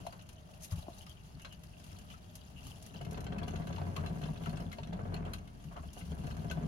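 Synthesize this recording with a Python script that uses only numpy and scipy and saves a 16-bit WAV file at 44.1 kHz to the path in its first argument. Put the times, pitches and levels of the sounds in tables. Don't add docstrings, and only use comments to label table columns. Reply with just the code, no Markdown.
import sys
import numpy as np
from scipy import signal
from scipy.fft import rfft, irfft, next_fast_len
from scipy.io import wavfile
from scipy.ndimage import uniform_filter1d

SR = 44100
rng = np.random.default_rng(int(sys.argv[2]) if len(sys.argv) > 2 else 0)


def generate_wav(sig):
    pcm = np.round(np.clip(np.atleast_2d(sig).T, -1, 1) * 32767).astype(np.int16)
    wavfile.write(sys.argv[1], SR, pcm)


N = 294147
TIME = np.arange(N) / SR
AGE = np.arange(SR // 5) / SR


def from_db(db):
    return 10 ** (np.asarray(db) / 20)


def rms_one(x):
    return x / np.sqrt(np.mean(x ** 2) + 1e-20)


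def curve_at(rows, s):
    return np.interp(s, *np.transpose(rows))


def gains_in_time(rows):
    s, *columns = np.transpose(rows)
    return [from_db(np.interp(TIME, s, column)) for column in columns]


def colour(x, points):
    size = next_fast_len(N + 8192, real=True)
    hz, db = np.transpose(points)
    grid = np.maximum(np.fft.rfftfreq(size, 1 / SR), 1)
    log_gain = np.log(from_db(np.interp(np.log(grid), np.log(hz), db)))
    cepstrum = irfft(log_gain, size)
    cepstrum[1:size // 2] *= 2
    cepstrum[size // 2 + 1:] = 0
    response = np.exp(rfft(cepstrum))
    return irfft(rfft(x, size) * response, size)[..., :N]


def ring(x, hz, t60):
    radius = from_db(-60 / (t60 * SR))
    angle = 2 * np.pi * hz / SR
    poles = [1, -2 * radius * np.cos(angle), radius * radius]
    return signal.lfilter([0, np.sin(angle)], poles, x + 1e-18)


def tone(hz):
    return np.sin(2 * np.pi * np.cumsum(hz) / SR)


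def swell(width):
    return np.exp(-.5 * np.minimum(((AGE - AGE[-1] / 2) / width) ** 2, 100))


def strike(rise, decay):
    age = np.maximum(AGE - AGE[-1] / 2, 0)
    shape = (1 - np.exp(-age / rise)) * np.exp(-age / decay)
    return shape / shape.max()


def envelope(events):
    power = np.zeros(N + 2 * len(AGE))
    for s, db, shape in events:
        start = max(int(s * SR), 0)
        power[start:start + len(shape)] += (from_db(db) * shape) ** 2
    return np.sqrt(power[len(AGE) // 2:][:N])


def evened(x, seconds):
    size = max(int(seconds * SR), 2)
    power = uniform_filter1d(uniform_filter1d(x ** 2, size), size)
    return x / np.sqrt(power + 1e-12)


def grains(per_s, spread_db, decay):
    sizes = from_db(spread_db * np.minimum(rng.exponential(1, N), 4))
    energy = (rng.random(N) < per_s / SR) * sizes ** 2
    energy = signal.lfilter([1], [1, -np.exp(-2 / (decay * SR))], energy + 1e-18)
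    return np.sqrt(energy) * rng.standard_normal((2, N))


CHIP_LOW_HZ, CHIP_HIGH_HZ = 1170, 13530


def chatter(per_s, spread_db, t60):
    snaps = rng.random((int(per_s * N / SR), 5))
    hz = CHIP_LOW_HZ * (CHIP_HIGH_HZ / CHIP_LOW_HZ) ** snaps[:, 1:2]
    size = from_db(spread_db * np.minimum(-np.log(1 - snaps[:, 2:3]), 4)) * hz ** 0.14
    lag = np.arange(SR // 80)
    life = t60 * np.sqrt(CHIP_LOW_HZ / hz)
    decay = np.exp(-np.log(1000) * lag / (life * SR))
    rings = size * decay * np.sin(2 * np.pi * hz * lag / SR)
    at = ((snaps[:, :1] * N).astype(int) + lag).ravel()
    signs = np.sign(snaps[:, 3:].T - .5)
    return np.array([np.bincount(at, (rings * sign[:, None]).ravel(), N)[:N] for sign in signs])


PING_RISE_S = 0.0017


def pings(hits, low_hz, high_hz, t60, count):
    out = np.zeros((2, N + len(AGE)))
    for s, db in hits:
        hz = low_hz * (high_hz / low_hz) ** ((np.arange(count) + rng.random(count)) / count)
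        fade = from_db(db - 60 * AGE / t60) * (1 - np.exp(-AGE / PING_RISE_S))
        modes = np.sin(2 * np.pi * np.outer(hz, AGE)) * fade
        start = int(s * SR)
        out[:, start:start + len(AGE)] += rng.choice([-1, 1], (2, count)) @ modes
    return out[:, :N]


def cage(x, echo_db, t60):
    age = np.arange(SR // 8) / SR
    echo = rng.standard_normal((2, len(age))) * from_db(-60 * age / t60) * (age > .001)
    echo /= np.sqrt(np.sum(echo ** 2, axis=1, keepdims=True))
    wet = from_db(echo_db)
    return (x + wet * signal.fftconvolve(x, echo, axes=1)[:, :N]) / np.sqrt(1 + wet ** 2)


# f/Hz, bandwidth/Hz, level/dB
DISH_MODES = [(417.5, 45, 7.5), (551, 6.7, 0.5), (703, 36, 6), (920, 18, -1), (987, 13, 8), (1150, 20, 4.5),
              (1329, 23, 0.5), (1530, 14.5, 8), (1640, 26, 6), (2140, 36, -4.5), (2603, 41, -16),
              (3470, 35, -2), (4163, 240, 7)]


def dish(x):
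    out = x.copy()
    for hz, width, db in DISH_MODES:
        r = np.exp(-np.pi * width / SR)
        zeros = np.array([1, 0, -1]) * (1 - r * r) / 2
        poles = [1, -2 * r * np.cos(2 * np.pi * hz / SR), r * r]
        out += from_db(db) * signal.lfilter(zeros, poles, x + 1e-18)
    return out


# f/Hz, relative level/dB
HUM = [(20, -8), (45, -3), (75, 4.5), (120, -2), (175, 0.5), (250, -12.5), (480, -20.5), (650, -28),
       (850, -25.5), (2000, -32), (6000, -46), (14000, -66)]
HUM_DB = -53


def room_hum():
    return from_db(HUM_DB) * rms_one(colour(rng.standard_normal((2, N)), HUM))


# t/s, level/dB
CAVITY = [(0, -67), (.9, -62.5), (1.2, -78), (1.5, -67.5), (2.2, -68), (6.67, -73)]
# f/Hz, level/dB, t60/s of each of two cascaded stages
CAVITY_MODES = [(626, -1.5, 0.034), (698, -7, 0.029)]


def cavity():
    gain, = gains_in_time(CAVITY)
    stir = grains(per_s=220, spread_db=1.5, decay=.008)
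    murmur = 0
    for hz, db, t60 in CAVITY_MODES:
        murmur = murmur + from_db(db) * rms_one(ring(ring(stir, hz, t60), hz, t60))
    return gain * murmur


# t/s, crunch level/dB
BEDDING = [(0, -63.5), (.25, -70), (.42, -70), (.52, -65.5), (.9, -65.5), (1.35, -68), (1.7, -68),
           (2.02, -66), (2.25, -68.5), (2.45, -67), (2.8, -64), (3.25, -72.5), (3.55, -65), (4.1, -64.5),
           (4.4, -62.5), (4.748, -69), (5.2, -72), (5.519, -71.5), (5.7, -67.5), (6.15, -63.5), (6.67, -66)]
# t/s, crunch level/dB, swish level/dB, Gaussian width/s
SLIDES = [(0.639, -75, -45.5, 0.014), (0.722, -59, -50, 0.01), (0.79, -57.5, -60, 0.022),
          (.99, -67, -68, 0.035), (1.876, -74, -73, 0.088), (2.124, -63, -68, 0.017),
          (2.678, -62.5, -63.5, 0.048), (2.86, -59, -90, 0.013), (2.98, -54.5, -86, 0.014),
          (5.986, -63, -60.5, 0.02)]
# f/Hz, relative level/dB
CRUNCH = [(200, -48), (700, 16.5), (1300, -1.5), (2100, -9.5), (2550, 0.5), (2850, 9), (3150, 7.5),
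          (3600, 1.5), (4200, 2.5), (5200, 2.5), (6400, -2.5), (8000, -15.5), (15000, -12)]
SWISH = [(500, -31), (2000, -8.5), (4500, -3), (6400, 4.5), (8100, -7.5), (9700, 3), (11500, 4),
         (13000, -6), (14500, -25.5), (16000, -16)]
SWISH_DB = -5.5


def bedding():
    stir, = gains_in_time(BEDDING)
    crunch_slides = envelope((s, db, swell(width)) for s, db, _, width in SLIDES)
    swish_slides = envelope((s, db, swell(width)) for s, _, db, width in SLIDES)
    crunch = from_db(-0.5) * stir + from_db(-3.0) * crunch_slides
    swish = from_db(SWISH_DB) * stir + from_db(-4.5) * swish_slides
    snaps = rms_one(chatter(per_s=700, spread_db=4.5, t60=0.023))
    brush = rms_one(grains(per_s=300, spread_db=2.0, decay=0.013))
    chips = snaps + from_db(5) * brush
    rustle = crunch * rms_one(colour(chips, CRUNCH)) + swish * rms_one(colour(chips, SWISH))
    return cage(rustle, echo_db=-8, t60=0.069)


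# t/s, level/dB, f/Hz, Gaussian width/s
SCRATCHES = [(0.216, -64, 2860, .01), (.378, -65.5, 3100, 0.01), (1.03, -63, 3180, 0.0083),
             (1.108, -59, 3200, .014), (1.423, -58.5, 2860, 0.0081), (1.528, -58, 2950, 0.015),
             (1.74, -64, 2800, 0.0076), (1.907, -68, 2600, .008), (2.006, -66, 2960, 0.014),
             (2.111, -60, 2990, .014), (2.584, -58.5, 2840, 0.017), (2.671, -62.5, 3050, 0.016),
             (2.712, -66, 3000, 0.01), (5.342, -49.5, 4150, 0.0051), (6.015, -59, 2850, 0.0061),
             (6.312, -60, 2797, .007)]
SCRATCH_T60_S = 0.0058
SLIPS_PER_S = 1200


def scratches():
    out = np.zeros((2, N + 2 * len(AGE)))
    for s, db, hz, width in SCRATCHES:
        slips = rng.standard_normal((2, len(AGE))) * (rng.random(len(AGE)) < SLIPS_PER_S / SR)
        resonant = ring(ring(slips, hz, SCRATCH_T60_S), hz, SCRATCH_T60_S)
        squeak = evened(resonant, seconds=0.014)
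        start = int(s * SR)
        out[:, start:start + len(AGE)] += from_db(db) * swell(width) * squeak
    return out[:, len(AGE) // 2:][:, :N]


# t/s, level/dB, decay/s
SCUFFS = [(0.121, -58.5, 0.03), (0.712, -55, 0.02), (1.446, -57.5, 0.021), (3.779, -54, 0.017),
          (3.968, -52.5, 0.075), (5.264, -54, 0.025), (5.707, -57, 0.031), (5.758, -50.5, 0.02),
          (5.83, -59, 0.0081)]
# f/Hz, relative level/dB
HOLLOW = [(300, -25.5), (600, 10), (720, -2.5), (850, 0.5), (1150, 3), (1550, -5.5), (2200, -12.5),
          (8000, -57)]


def scuffs():
    rubs = envelope((s, db, strike(rise=0.011, decay=decay)) for s, db, decay in SCUFFS)
    contacts = grains(per_s=1100, spread_db=-13.0, decay=0.0025)
    return rubs * evened(colour(contacts, HOLLOW), seconds=0.0054)


def blows(rows, side_share):
    out = np.zeros(N)
    for s, db, hz, t60 in rows:
        age = np.clip(TIME - s, 0, 3 * t60)
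        build = age * np.log(1000) / t60
        out += from_db(db) * build * np.exp(1 - build) * np.sin(2 * np.pi * hz * age)
    return out * np.array([[1], [side_share]])


# t/s, level/dB, f/Hz, t60/s
KNOCKS = [(.051, -43, 660, 0.017), (.066, -36.5, 930, 0.011), (.0692, -31.5, 700, 0.014),
          (.074, -54, 704, 0.036), (.866, -47, 768, 0.016), (.883, -34.5, 690, 0.0087),
          (.8845, -37.5, 276, 0.0097), (.884, -52, 970, 0.016), (.893, -57, 680, 0.036),
          (1.448, -51, 1120, 0.01), (3.598, -43, 710, .02), (3.781, -40, 920, .018),
          (3.815, -43, 690, 0.023), (3.965, -41, 1090, 0.024), (4.784, -37.5, 637.6, 0.019),
          (4.785, -46.5, 920, 0.039), (5.713, -51.5, 691, 0.027), (5.764, -52, 1058, 0.034),
          (5.766, -61, 1165, 0.07), (5.765, -46, 719, 0.042), (5.774, -53, 1290, .014),
          (5.786, -51, 1145, 0.019), (5.835, -50, 692, 0.028), (6.119, -49, 663, 0.024)]
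# t/s, level/dB, f/Hz, t60/s
THUDS = [(.721, -27, 97.4, 0.063), (.723, -38.5, 162.8, 0.13), (.772, -33.5, 77.5, 0.074),
         (.783, -37.5, 158, 0.018)]


def bumps():
    knocks = cage(blows(KNOCKS, side_share=0.69), echo_db=-9.0, t60=0.16)
    return knocks + blows(THUDS, side_share=0.16)


SNAPS_PER_S, SNAP_BODY_DB, SNAP_EDGE_DB = 5.9, -9, -14


def small_ticks():
    snap_s = rng.random(int(SNAPS_PER_S * TIME[-1])) * TIME[-1]
    crunch_db = curve_at(BEDDING, snap_s)
    return [(s, db + SNAP_BODY_DB, db + SNAP_EDGE_DB) for s, db in zip(snap_s, crunch_db)]


# t/s, body level/dB, edge level/dB
TICKS = [(.065, -52, -53.5), (.124, -56.5, -61), (.192, -59, -70), (.221, -75, -61), (.289, -58, -56),
         (.329, -70, -61), (.631, -71, -56), (.678, -77, -59), (.644, -62, -48.5), (.655, -71, -64),
         (.93, -63, -68), (.985, -73, -58), (1.025, -66, -66), (1.065, -56, -62), (1.094, -71, -56.5),
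         (1.113, -67, -67), (1.396, -59.5, -64), (1.418, -72, -56), (1.447, -47.5, -64), (1.506, -72, -76),
         (1.524, -59, -57.5), (1.635, -61.5, -58), (1.798, -61, -65), (1.84, -62, -57.5), (1.915, -61, -61),
         (1.986, -60.5, -56.5), (2.101, -57, -70), (2.138, -58.5, -64), (2.353, -63.5, -47),
         (2.668, -68, -53.5), (2.824, -74, -53.5), (2.862, -62, -53), (2.94, -57, -60), (3.012, -53, -59.5),
         (3.048, -54.5, -60), (3.109, -59.5, -54), (3.128, -67, -57), (3.143, -53, -81), (3.174, -54, -63),
         (3.205, -58, -54), (3.241, -59, -57), (3.265, -51, -71), (3.322, -52.5, -82), (3.383, -48, -61),
         (3.43, -52, -61.5), (3.479, -48.5, -53.5), (3.506, -57.5, -77), (3.557, -50, -67),
         (3.618, -56.5, -77), (3.67, -53, -56.5), (3.726, -52, -79), (3.76, -51, -72), (3.781, -54, -76),
         (3.963, -42.5, -50.5), (4.008, -63, -72), (4.061, -47, -60), (4.215, -54, -62), (4.235, -49, -77),
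         (4.256, -55, -77), (4.31, -66, -80), (4.359, -54, -79), (4.435, -53, -66), (4.458, -46.5, -56.5),
         (4.493, -54, -58.5), (4.569, -51, -64), (4.601, -55.5, -61), (4.715, -53, -64), (4.727, -49, -57),
         (4.784, -52, -83), (4.831, -51.5, -79), (4.871, -58.5, -67), (4.929, -54.5, -65),
         (4.993, -70, -74), (5.141, -49, -56.5), (5.163, -52.5, -73), (5.251, -53, -67), (5.276, -71, -80),
         (5.334, -45, -48), (5.382, -58.5, -66), (5.474, -59.5, -67), (5.639, -62, -62.5),
         (5.764, -57, -78), (5.931, -83, -54.5), (6.012, -56, -70), (6.118, -78, -68), (6.237, -63, -65),
         (6.268, -54, -59), (6.309, -53, -64), (6.366, -58.5, -60), (6.444, -69, -63), (6.497, -48, -69),
         (6.511, -46.5, -50)]
# f/Hz, relative level/dB
CLAW = [(200, -66), (500, 0), (1000, 1.5), (1500, 0), (1900, -3.5), (2200, 2.5), (2400, 4.5), (2700, 13.5),
        (3100, 9.5), (3600, 0.5), (4200, -2), (5100, -5), (6400, -4.5), (8500, -18), (15000, -61)]
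TICK_PING_DB = -5.5


def ticks():
    rows = TICKS + small_ticks()
    body = envelope((s, db, strike(rise=0.0012, decay=0.0086)) for s, db, _ in rows)
    edge = envelope((s, db, strike(rise=0.0012, decay=0.0055)) for s, _, db in rows)
    catches = rms_one(chatter(per_s=1400, spread_db=12.0, t60=0.022))
    contact = catches + from_db(-5.5) * rng.standard_normal((2, N))
    skid = evened(colour(contact, CLAW), seconds=0.00096)
    grit = rms_one(colour(rng.standard_normal((2, N)), SWISH))
    hits = [(s, db + TICK_PING_DB) for s, db, _ in rows]
    ping = pings(hits, low_hz=1191, high_hz=3810, t60=0.048, count=6)
    return cage(dish(from_db(-1.0) * body * skid) + ping + edge * grit, echo_db=-5.5, t60=0.12)


# t/s, f/Hz, level/dB, t60/s
KICK = [(6.513, 1515, -39.5, 0.099), (6.512, 2660, -36.5, 0.022)]


def dish_ring():
    out = np.zeros(N)
    for s, hz, db, t60 in KICK:
        click = 1. 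* (np.arange(N) == int(s * SR))
        out += from_db(db) * ring(click, hz, t60)
    return out * np.array([[1], [.6]])


# t/s, level relative to a full gallop/dB
EFFORT = [(0, -3), (.2, -26.5), (1.6, -25.5), (1.95, -10.5), (2.3, -19.5), (2.92, -10), (3.14, -0.5),
          (3.6, 0), (4.05, 0), (4.4, -2), (4.599, -1), (4.76, -6), (4.97, -0.5), (5.22, 1), (5.451, -7.5),
          (5.6, -11), (5.9, -11), (6.0, -9), (6.199, -2), (6.67, -0.5)]
# t/s, level/dB
PAWS = [(2.947, -45), (3.009, -42), (3.063, -44), (3.121, -42), (3.177, -41), (3.264, -44), (3.323, -38),
        (3.358, -42.5), (3.417, -37), (3.477, -41.5), (3.536, -38), (3.596, -41.5), (3.67, -43),
        (3.702, -40.5), (3.779, -49), (3.813, -37), (3.868, -40.5), (3.924, -58), (3.98, -43),
        (4.036, -37.5), (4.071, -44), (4.1, -43), (4.161, -46), (4.228, -41.5), (4.257, -43), (4.286, -43),
        (4.41, -43), (4.47, -38.5), (4.529, -38.5), (4.597, -42.5), (4.784, -48.5), (4.927, -38.5),
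        (4.991, -39.5), (5.053, -41), (5.136, -39), (5.196, -50), (5.263, -38.5), (5.312, -48),
        (5.712, -66), (5.766, -47), (5.835, -51), (5.966, -45), (6.005, -51), (6.119, -43.5), (6.177, -50),
        (6.241, -44), (6.273, -43.5), (6.307, -65), (6.376, -47.5), (6.416, -54), (6.444, -41),
        (6.503, -38.5), (6.571, -39), (6.628, -43)]
# f/Hz, relative level/dB
PATTER = [(200, -18.5), (330, 2.5), (420, -1), (510, 0.5), (620, 4.5), (715, 0.5), (800, -2.5),
          (1050, -8.5), (1550, -13.5), (1900, -15), (2900, -19), (5000, -44.5), (9000, -40), (15000, -68)]
SLAP_DB, PAW_PING_DB = -9.5, -4.5
ROLLING_DB, ROLLING_FOLLOWS = -56.5, 1.5
TAPS_PER_S, TAP_DB, TAP_FOLLOWS, TAP_SCATTER_DB = 5, -57, 1.1, 3


def patter():
    rolling = from_db(ROLLING_DB + ROLLING_FOLLOWS * curve_at(EFFORT, TIME))
    skin = evened(colour(rng.standard_normal((2, N)), PATTER), seconds=0.0048)
    contacts = grains(per_s=320, spread_db=2.0, decay=0.0019)
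    rattle = evened(colour(contacts, PATTER), seconds=0.016)
    when, strength = rng.random((int(TAPS_PER_S * TIME[-1]), 2)).T
    tap_s = when * TIME[-1]
    tap_db = TAP_DB + TAP_FOLLOWS * curve_at(EFFORT, tap_s) + TAP_SCATTER_DB * (2 * strength - 1)
    touches = [(s, db + SLAP_DB) for s, db in PAWS] + list(zip(tap_s, tap_db))
    slaps = envelope((s, db, strike(rise=0.00074, decay=0.017)) for s, db in touches)
    hits = [(s, db + PAW_PING_DB) for s, db in touches]
    knock = pings(hits, low_hz=293, high_hz=980, t60=0.095, count=4)
    return dish(slaps * skin + rolling * rattle) + knock


# t/s, upper note level/dB, upper note f/Hz, lower note level/dB
STEPS = [(2.961, -43, 171.4, -60), (3.033, -42, 141.8, -46.0), (3.087, -35.5, 165.8, -45),
         (3.138, -37, 157, -38), (3.195, -36, 157.4, -38.5), (3.253, -39.5, 157, -57),
         (3.314, -34.5, 161.7, -43.5), (3.385, -33.5, 195.7, -52), (3.437, -33.5, 157.4, -41),
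         (3.494, -33, 157.6, -40), (3.552, -37.5, 161, -37), (3.608, -34.5, 158.8, -40),
         (3.661, -38.5, 170.2, -38), (3.718, -33.5, 170, -35.5), (3.772, -41, 174.6, -36),
         (3.823, -36, 148.9, -33), (3.888, -31.5, 171.2, -35.5), (3.998, -31.5, 158.9, -31),
         (4.056, -31, 161.4, -39.5), (4.117, -33.5, 166, -43), (4.178, -32, 160.1, -56),
         (4.245, -30.5, 153, -45), (4.306, -31.5, 153.6, -52), (4.371, -51, 185.3, -51.5),
         (4.425, -37.5, 157, -50.0), (4.49, -32.5, 162.7, -44), (4.544, -34.5, 153, -49),
         (4.616, -35, 167, -48.0), (4.676, -35, 161.5, -43), (4.83, -38.5, 160, -41),
         (4.906, -37.5, 159.8, -52), (4.953, -36.5, 186.2, -48), (5.034, -37.5, 153.6, -40),
         (5.075, -43, 153, -37.5), (5.114, -39, 174.3, -35.5), (5.151, -36, 159.5, -49),
         (5.213, -32.5, 157, -42), (5.255, -41, 159.8, -44), (5.288, -40, 193.2, -42),
         (5.363, -45, 186, -48), (5.417, -49, 186, -41), (5.669, -40, 148.2, -44.5),
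         (5.808, -42.5, 163.1, -41.5), (5.866, -46, 186, -39.5), (6.033, -39.5, 172.8, -62),
         (6.086, -44.0, 172, -39.5), (6.124, -36, 162, -36), (6.199, -37, 163.4, -38.5),
         (6.258, -33, 148.9, -50), (6.321, -38.5, 149.4, -36.5), (6.395, -32.5, 161.5, -40),
         (6.461, -34.5, 159.8, -54), (6.521, -38.0, 167, -38), (6.585, -32, 161, -44),
         (6.65, -28.5, 159.4, -41)]
# t/s, level/dB
JOSTLES = [(1.361, -48), (1.932, -47), (2.556, -51.5), (2.666, -46.5)]
# f/Hz, bandwidth/Hz, level/dB
STAND = [(48.4, 4.2, -7.5), (88, 32, -5), (157, 43.6, -6.5), (210, 20.6, -5), (263, 72, -14)]
RUMBLE_DB = -44
SHAKE_DB = -7.5


def wheel():
    rumble = from_db(RUMBLE_DB + curve_at(EFFORT, TIME))
    loads = [(s, db + SHAKE_DB) for s, db, _, _ in STEPS] + JOSTLES
    load = envelope((s, db, swell(width=0.017)) for s, db in loads)
    shake = rng.standard_normal((2, N))
    stand = np.zeros((2, N))
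    for k, (hz, width, db) in enumerate(STAND):
        t60 = np.log(1000) / (np.pi * width)
        mode = rms_one(ring(shake, hz, t60))
        stand += from_db(db) * np.sqrt(width) * mode * (-1) ** k
    low = evened(stand, seconds=0.032) * np.hypot(from_db(-1.0) * load, rumble)
    return signal.sosfilt(signal.butter(3, [38, 320], "band", fs=SR, output="sos"), low)


# t/s, f/Hz
LOW_PITCH = [(3.1, 83), (3.45, 83.05), (3.78, 91.5), (4.15, 88), (5.1, 90.6), (5.3, 87.7), (5.5, 72.6),
             (6.67, 72.6)]
# t/s, f/Hz, rms level/dB
SWAY_NOTE = [(2.9, 49.5, -65), (3.1, 51, -55), (3.5, 51.05, -46), (3.8, 50.36, -59), (4.2, 47.7, -53),
             (4.9, 47.7, -52), (5.25, 46.8, -45), (5.5, 46.5, -55), (6.1, 44.6, -56), (6.3, 46.55, -50),
             (6.67, 47.4, -53)]


def thumps():
    upper_pitch = curve_at([(s, hz) for s, _, hz, _ in STEPS], TIME)
    upper = envelope((s, db, swell(width=0.013)) for s, db, _, _ in STEPS) * tone(upper_pitch)
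    lower_pitch = curve_at(LOW_PITCH, TIME)
    lower = envelope((s, db, swell(width=0.03)) for s, _, _, db in STEPS) * tone(lower_pitch)
    s, hz, db = np.transpose(SWAY_NOTE)
    sway = from_db(np.interp(TIME, s, db)) * np.sqrt(2) * tone(np.interp(TIME, s, hz))
    return (from_db(-0.64) * upper + from_db(-3.3) * lower + sway) * np.array([[1], [.3]])


# f/Hz, gain/dB
WIDTH = [(60, -14), (170, -10), (380, -1), (700, -1), (1300, 5.5), (2400, 0), (4400, -0.5), (8100, 1),
         (11000, -11), (14000, 11.5)]
# f/Hz, left gain minus right gain/dB
LEAN = [(30, -1.5), (120, 4.5), (260, -0.1), (700, 0), (2000, 2.5), (4000, 3.5), (8000, 5.5), (13000, -1)]


def scene():
    surroundings = room_hum() + cavity() + bedding() + scratches() + scuffs() + bumps()
    running = ticks() + dish_ring() + patter() + wheel() + thumps()
    mid, side = surroundings + running
    side = colour(side, WIDTH)
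    left = colour(mid + side, [(hz, db / 2) for hz, db in LEAN])
    right = colour(mid - side, [(hz, -db / 2) for hz, db in LEAN])
    return from_db(-1.4) * np.array([left, right])


CUTOFF_HZ = 15900


def record(dry):
    return signal.sosfilt(signal.ellip(10, .2, 80, CUTOFF_HZ, fs=SR, output="sos"), dry)


dry = scene()
out = record(dry)
generate_wav(out)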